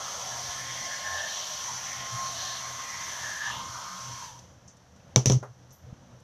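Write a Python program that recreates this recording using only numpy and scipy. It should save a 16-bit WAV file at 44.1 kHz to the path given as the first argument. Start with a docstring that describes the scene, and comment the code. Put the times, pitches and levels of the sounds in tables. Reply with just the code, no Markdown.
"""A hair dryer is waved over a wooden tray under a phone: a harmonic blade whine over turbulent air noise,
filtered by resonances that swell with the aim. It is carried away, switched off and runs down, then is
set on the table: noisy cracks, decaying casing and wood modes, and a low boom as it rocks to rest.
Soft bumps and short bursts of noise, one a thin hiss near 13 kHz, are scattered about. The table hums
softly all the while, as randomly driven resonances, in the filtered noise of a small quiet room."""
import sys
import numpy as np
from scipy import signal
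from scipy.fft import rfft, irfft
from scipy.io import wavfile
from scipy.ndimage import uniform_filter1d

SR = 44100
rng = np.random.default_rng(int(sys.argv[2]) if len(sys.argv) > 2 else 0)


def inscribe(sig):
    """Save sig as 16-bit PCM at rate SR to the path in sys.argv[1].

    A 1-D sig is mono; a 2-D sig holds one channel per row.
    Samples are clipped to [-1, 1] before scaling.
    """
    pcm = np.round(np.clip(np.atleast_2d(sig).T, -1, 1) * 32767)
    wavfile.write(sys.argv[1], SR, pcm.astype(np.int16))


def level_to_linear(level):
    """Convert decibel levels to linear amplitude factors, elementwise."""
    exponent = np.asarray(level, float) / 20
    return 10 ** exponent


N = 274743
TIME = np.arange(N) / SR
SWITCH_OFF_S = 4.235
ECHO_T60_S = 0.19


def level(x, db):
    """Scale a signal to an rms level."""
    return x * level_to_linear(db) / np.sqrt(np.mean(x ** 2))


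def curves(breakpoints):
    """Linear interpolation of every column against the first, the time in seconds."""
    s, *columns = np.transpose(breakpoints)
    return [np.interp(TIME, s, column) for column in columns]


def colour(x, points):
    """Minimum-phase filter through (Hz, dB) points: folding the cepstrum makes the response causal."""
    hz, db = np.transpose(points)
    grid = np.fft.rfftfreq(4096, 1 / SR) + 1  # 1 Hz up, so that the logarithm exists
    log_gain = np.interp(np.log(grid), np.log(hz), db) * np.log(10) / 20
    cepstrum = irfft(log_gain)
    cepstrum[1:2048] *= 2
    cepstrum[2049:] = 0
    response = irfft(np.exp(rfft(cepstrum)))
    return signal.fftconvolve(x, response)[:len(x)]


def band(x, hz, width):
    """Second-order resonance with unit gain at its centre."""
    return signal.lfilter(*signal.iirpeak(hz, hz / width, fs=SR), x)


def walk(rate):
    """Band-limited random modulation: levels held 1 / rate s, smoothed twice; spread near 1."""
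    hold = int(SR / rate)
    steps = np.repeat(rng.standard_normal(N // hold + 1), hold)
    return 1.3 * uniform_filter1d(uniform_filter1d(steps, hold), hold)[:N]


def swell(s, length):
    """Gaussian rise and fall of height 1 around a moment, down to exp(-2) half a length away."""
    return np.exp(-8 * ((TIME - s) / length) ** 2)


def ring(modes, t, tilt_db=0):
    """Modal sum of decaying sines; the tilt per octave about 600 Hz says where the blow lands."""
    out = 0
    for hz, db, t60 in modes:
        mode_db = db + tilt_db * np.log2(hz / 600) - 60 * t / t60
        out = out + level_to_linear(mode_db) * np.sin(2 * np.pi * hz * t)
    return out


def add(out, s, x):
    """Superpose a sound on the mix from a given moment."""
    i = int(s * SR)
    out[i:i + len(x)] += x[:N - i]


def room():
    """Quiet air of the room: stationary noise of fixed spectrum with a slight slow waver."""
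    # spectrum of the room air: frequency_hz, density_db (relative)
    spectrum = [(40, -14), (150, -9), (300, -22), (700, -14), (1500, -20), (2400, -27), (3500, -27.5),
                (4800, -24.5), (9000, -33.5), (13000, -29)]
    return level(colour(rng.standard_normal(N), spectrum), -60.5) * level_to_linear(0.5 * walk(3.0))


def table(force):
    """Modal resonance: a force drives the low modes of the table top."""
    # modes of the top: frequency_hz, width_hz, level_db (relative)
    modes = [(57, 7.5, -21), (87.2, 20.3, -4), (123.1, 5.6, 5.5), (175, 17.7, -8.5), (237.6, 9.1, -15),
             (482, 74, -17)]
    return sum(level_to_linear(db) * band(force, hz, width) for hz, width, db in modes)


def bumps():
    """Soft bumps on the table: low tones in Gaussian envelopes."""
    # bumps: centre_s, peak_db, length_s (from the peak to exp(-2)), pitch_hz
    bump_list = [(0.493, -41, 0.0086, 90), (1.138, -47.5, 0.12, 85.5), (2.148, -35, .03, 117),
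                 (3.7, -41, 0.011, 91), (3.95, -50.5, 0.1, 185), (4.093, -41, 0.015, 116),
                 (5.418, -35, 0.011, 124), (5.507, -42, 0.034, 121), (5.849, -44, 0.023, 88),
                 (5.896, -44, 0.033, 129), (5.929, -31, 0.0041, 128)]
    out = np.zeros(N)
    for s, db, length, hz in bump_list:
        t = np.arange(int(4 * length * SR)) / SR - 2 * length
        envelope = level_to_linear(db) * np.exp(-2 * (t / length) ** 2)
        add(out, s - 2 * length, envelope * np.cos(2 * np.pi * hz * t))
    return out


def hum():
    """Forced vibration: a steady random shake excites the table modes, wavering and lulling once."""
    hum_db, waver_db = -53, 2.0
    lull_s, lull_length_s, lull_db = 5.77, 0.11, -5.5
    shake_db = hum_db + waver_db * walk(5.01) + lull_db * swell(lull_s, lull_length_s)
    shaken = level(table(rng.standard_normal(N)), 0)
    return shaken * level_to_linear(shake_db + 1.87 * walk(20))


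def noise_bursts():
    """Short bursts of resonance-filtered noise, each with its own exponential decay."""
    # bursts, one a thin hiss near 13 kHz: start_s, level_db (before the decay), centre_hz, width_hz, t60_s
    burst_list = [(4.39, -51, 5800, 5000, 0.072), (4.678, -53, 6470, 2520, 0.18),
                  (4.768, -57, 6900, 9000, .05), (4.962, -61, 6500, 6000, 0.052),
                  (5.0, -60.5, 2470, 1490, .08), (5.706, -58.5, 6300, 3000, 0.26),
                  (5.724, -46, 13300, 2500, 0.28), (6.202, -58, 9000, 9000, 0.037)]
    out, t = np.zeros(N), np.arange(SR // 3) / SR
    noises = rng.standard_normal((len(burst_list), len(t)))
    for (s, db, hz, width, t60), noise in zip(burst_list, noises):
        burst = level(band(band(noise, hz, width), hz, width), db)
        add(out, s, burst * level_to_linear(-60 * t / t60))
    return out


def booms():
    """Low boom of the table top near 127 Hz after the blows: a single tone swells, holds and is damped."""
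    # booms: start_s, level_db, hold_s, t60_s
    boom_list = [(5.16, -12.5, 0.0064, 0.14), (5.2616, -14, 0.0065, 0.1), (5.2993, -16, 0.061, 0.047),
                 (5.424, -40, .004, .12)]
    boom_hz, swell_s = 127, 0.012
    out, t = np.zeros(N), np.arange(SR // 2) / SR
    for s, db, hold, t60 in boom_list:
        rise = np.clip(0.25 + 0.7 * t / swell_s, 0, 1) * np.clip(t / 0.0076, 0, 1)
        fall = level_to_linear(-60 * np.maximum(t - swell_s - hold, 0) / t60)
        add(out, s, level_to_linear(db) * rise * fall * np.sin(2 * np.pi * boom_hz * t - 0.6))
    return out


def blows():
    """Impact excitation as dryer meets table: a noisy crack and echo, casing modes and wood modes."""
    # blows: start_s, crack_db, casing_db (over the crack), wood_db, wood_tilt_db (per octave)
    blow_list = [(5.16, -16.5, 3.5, -13.5, 1.5), (5.258, -14, -18.5, -23.5, -2.5),
                 (5.2983, -21, -7.5, -15.5, 0.5), (5.3205, -24, -26, -24.5, -3),
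                 (5.428, -59, -3, -27.5, 11)]
    # modes of the dryer casing: frequency_hz, level_db (relative), t60_s
    casing = [(2290, -6, 0.034), (3320, -18, 0.047), (3760, -1, 0.0138), (4270, 1.5, 0.01)]
    # modes of the wood: frequency_hz, level_db (relative), t60_s
    wood_modes = [(29, -10, 0.11), (98, -19, 0.1), (206, 3, 0.11), (255, -1.5, 0.11), (307, 3, 0.045),
                  (385, -0.5, 0.072), (411, -3, 0.13), (504, 2, 0.076), (599, -4.5, 0.068),
                  (716, -10, 0.051), (866, -14, 0.1), (1010, -4, 0.025), (1470, -33, 0.046)]
    # spectrum of the crack: frequency_hz, density_db (relative)
    shell = [(400, -2), (1400, -6), (2200, 3), (3800, 2), (6000, 10.5), (9000, -3), (14000, -7)]
    echo_db = -12.5
    out, t = np.zeros(N), np.arange(SR // 2) / SR
    noises = rng.standard_normal((len(blow_list), len(t)))
    for (s, crack_db, casing_db, wood_db, tilt_db), noise in zip(blow_list, noises):
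        # the echoes build up over some milliseconds after the crack
        echo = level_to_linear(echo_db - 60 * t / ECHO_T60_S) * np.clip(t / 0.0067, 0, 1)
        crack = colour(noise * (np.exp(-(t / 0.002) ** 2) + echo), shell)
        crack = crack + level_to_linear(casing_db) * ring(casing, t)
        # a decaying noise beside the wood modes
        scatter_points = [(150, -7.5 - 2 * tilt_db), (400, -tilt_db / 2),
                          (1200, -15.0 + tilt_db), (3000, -45.0 + tilt_db)]
        scatter = colour(noise[::-1], scatter_points) * level_to_linear(8.0 - 60 * t / 0.17)
        wood = (ring(wood_modes, t, tilt_db) / 2 + scatter) * np.clip(t / 0.0012, 0, 1)
        add(out, s, level_to_linear(crack_db) * crack + level_to_linear(wood_db) * wood)
    return out


def walls(x):
    """Diffuse reverberation: decaying scattered echoes, new at each place the dryer passes."""
    walls_db, change_s = -7.5, 0.347  # echo energy over the direct sound; time between patterns
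    t, wet, step = np.arange(SR // 3) / SR, np.zeros(N), int(change_s * SR)
    ramp = np.sin(np.pi * np.arange(2 * step) / (2 * step))  # overlapping pieces keep the power constant
    padded = np.r_[np.zeros(step), x]
    for k in range(int(SWITCH_OFF_S * SR) // step + 3):
        decay = rng.standard_normal(len(t)) * level_to_linear(-60 * t / ECHO_T60_S)
        echo = level(decay, walls_db) / np.sqrt(len(t))
        piece = padded[k * step:(k + 2) * step] * ramp
        add(wet, k * step / SR, signal.fftconvolve(piece, echo))
    wet = np.r_[wet[step:], np.zeros(step)]  # undo the padding
    return (x + wet) / np.sqrt(1 + level_to_linear(2 * walls_db))


def air():
    """Turbulent jet noise, fluttering in patches, blows each cavity resonance harder as it turns to it."""
    # stream as the dryer circles and is then carried away: time_s, hiss_db
    stream = [(0, -39), (1.3, -39), (1.6, -38.5), (2.09, -40.5), (2.41, -38.5), (2.8, -40.5), (3.25, -38.5),
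              (3.47, -40.5), (3.58, -42.5), (4.22, -44)]
    # spectrum of the hiss: frequency_hz, density_db (relative)
    spectrum = [(150, -16.5), (400, -17.5), (900, -10), (1400, -8), (2400, -10.5), (3500, -12), (4800, -4),
                (6000, -4.5), (9000, -13), (14000, -9.5)]
    # cavities by name: centre_hz, width_hz, rest_db (over the hiss)
    cavities = {"barrel": (687, 224, -16), "tray": (965, 130, -14.5), "grille": (1222, 380, -12.5),
                "nozzle": (1726, 150, -20.5), "gap": (2030, 440, -17.5), "splash": (3236, 800, -11.5),
                "rim": (4150, 1200, -16.5)}
    # the jet turns toward a cavity and away again: cavity, centre_s, length_s, peak_db (over the hiss)
    swells = [("barrel", 0.16, 0.99, -9.5), ("barrel", 0.845, 0.23, -11), ("barrel", 1.205, 0.57, -9.5),
              ("barrel", 2.24, 1, -14.5), ("barrel", 3.25, 0.2, -18), ("tray", 0.31, 0.15, -9),
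              ("tray", 1.8, 0.12, -13.5), ("tray", 1.7, .12, -7), ("tray", 3.534, 0.33, -2.2),
              ("tray", 3.8, 0.22, -8.5), ("tray", 4.3, 0.6, -6), ("grille", 0.093, 0.25, -13),
              ("grille", 2.2, 0.22, -9), ("grille", 2.74, 0.54, -12), ("grille", 3.5, 0.15, -13),
              ("grille", 3.8, 0.55, -4.5), ("nozzle", 0.327, 0.092, -9), ("nozzle", 0.59, 0.23, -8.5),
              ("nozzle", 0.93, 0.18, -4.5), ("nozzle", 1.063, 0.11, -2.2), ("nozzle", 1.207, 0.31, 0),
              ("nozzle", 1.9, 0.23, -11), ("nozzle", 3.1, .15, -15), ("nozzle", 2.5, 0.38, -10.5),
              ("nozzle", 3.16, 0.31, -10), ("nozzle", 3.33, 0.25, 0.92), ("nozzle", 3.46, .2, 5.7),
              ("gap", 0.73, 0.79, -9), ("gap", 1.96, 0.81, -8.5), ("gap", 2.92, 0.68, -4.5),
              ("splash", 0.763, 0.18, -11), ("splash", 1.19, 0.043, -3), ("splash", 1.38, 0.42, -9),
              ("splash", 2.04, 0.29, -13.5), ("splash", 2.37, 0.18, -15), ("splash", 3.52, 0.24, -6),
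              ("rim", 0.076, 0.32, -12), ("rim", 0.4, 0.44, -8.5), ("rim", 1.38, 0.68, -5),
              ("rim", 2.44, 0.49, -4)]
    dies_db_per_s = -86
    hiss_db = curves(stream)[0] + dies_db_per_s * np.maximum(TIME - SWITCH_OFF_S, 0)
    hiss = colour(rng.standard_normal(N), spectrum)
    # eddies: each half octave flutters on its own
    centres = 200 * 2 ** np.arange(0, 6.5, 0.5)
    out = level(sum(level_to_linear(1.2 * walk(25)) * band(hiss, hz, hz / 3) for hz in centres), 0)
    for name, (hz, width, rest_db) in cavities.items():
        # two resonances in a row, each widened
        blown = band(band(rng.standard_normal(N), hz, 1.28 * width), hz, 1.28 * width)
        aim = level_to_linear(rest_db)
        for cavity, s, length, db in swells:
            if cavity == name:
                aim = aim + level_to_linear(db) * swell(s, length)
        out = out + level(blown, 0) * aim * level_to_linear(1.93 * walk(30.01))
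    return walls(out * level_to_linear(hiss_db))


def whine():
    """Blade-passing tone and wavering overtones; after switch-off the speed decays exponentially."""
    # fan while powered, bent a little by its motion: time_s, blade_rate_hz, whine_db
    powered = [(0.0, 1070, -49), (0.46, 1066, -50.5), (1.17, 1068, -44.5), (1.18, 1070, -54),
               (1.88, 1060, -51.5), (2.26, 1065, -36), (2.41, 1067, -55.5), (2.43, 1065, -47),
               (2.6, 1065, -51), (2.64, 1064, -41.5), (2.7, 1064, -47), (3.24, 1067, -50.5),
               (3.44, 1059, -54), (3.52, 1058, -45.5), (3.98, 1070, -50.5), (4.2, 1068, -48.5)]
    # overtones, the shaft (a sixth of the blade rate) then multiples 2 to 6: level_db (over the whine)
    overtones = [-23.5, -15.5, -18, -11, -17, -37]
    rundown_s = 0.33  # time constant of the speed
    rundown_db, rundown_db_per_s, flutter_db = -47, -150, 5
    hz, powered_db = curves(powered)
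    off = np.maximum(TIME - SWITCH_OFF_S, 0)
    blade_hz = hz * np.exp(-off / rundown_s) * (1 + 0.0012 * walk(39.6))
    phase = 2 * np.pi * np.cumsum(blade_hz) / SR
    tone = level_to_linear(2.0 * walk(18)) * np.sin(phase)
    for multiple, db in zip([1 / 6, 2, 3, 4, 5, 6], overtones):
        tone += level_to_linear(db + 3.2 * walk(6.33)) * np.sin(multiple * phase)
    off_db = rundown_db + rundown_db_per_s * off + flutter_db * walk(40)
    whine_db = np.where(off > 0, off_db, powered_db)
    return np.sqrt(2) * level_to_linear(whine_db) * tone  # a sine's peak is sqrt(2) times its rms


def scene():
    """Linear superposition of all sources at the phone."""
    return (room() + noise_bursts() + hum() + bumps() + booms() + blows() + air() + whine())[None]


def top_cut(x):
    """Nothing passes above the cut-off."""
    return signal.sosfilt(signal.butter(12, 14760, fs=SR, output="sos"), x)


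def record(dry):
    """Resonant response: the microphone port rings near 6 kHz; a steep low-pass cuts the top."""
    # microphone response: frequency_hz, gain_db
    response = [(30, -5.5), (70, 0), (1800, 0), (2400, -2.5), (3200, 1), (4900, -4), (6000, 9), (6700, 2),
                (7800, -6.5), (13300, -12.5), (14100, -22.5)]
    top_hz = 14350
    mix = colour(dry[0], response)[None]
    low_pass = signal.ellip(10, 0.3, 60, top_hz, fs=SR, output="sos")
    mix = signal.sosfilt(low_pass, mix)
    return top_cut(mix)


dry = scene()
out = record(dry)
inscribe(out)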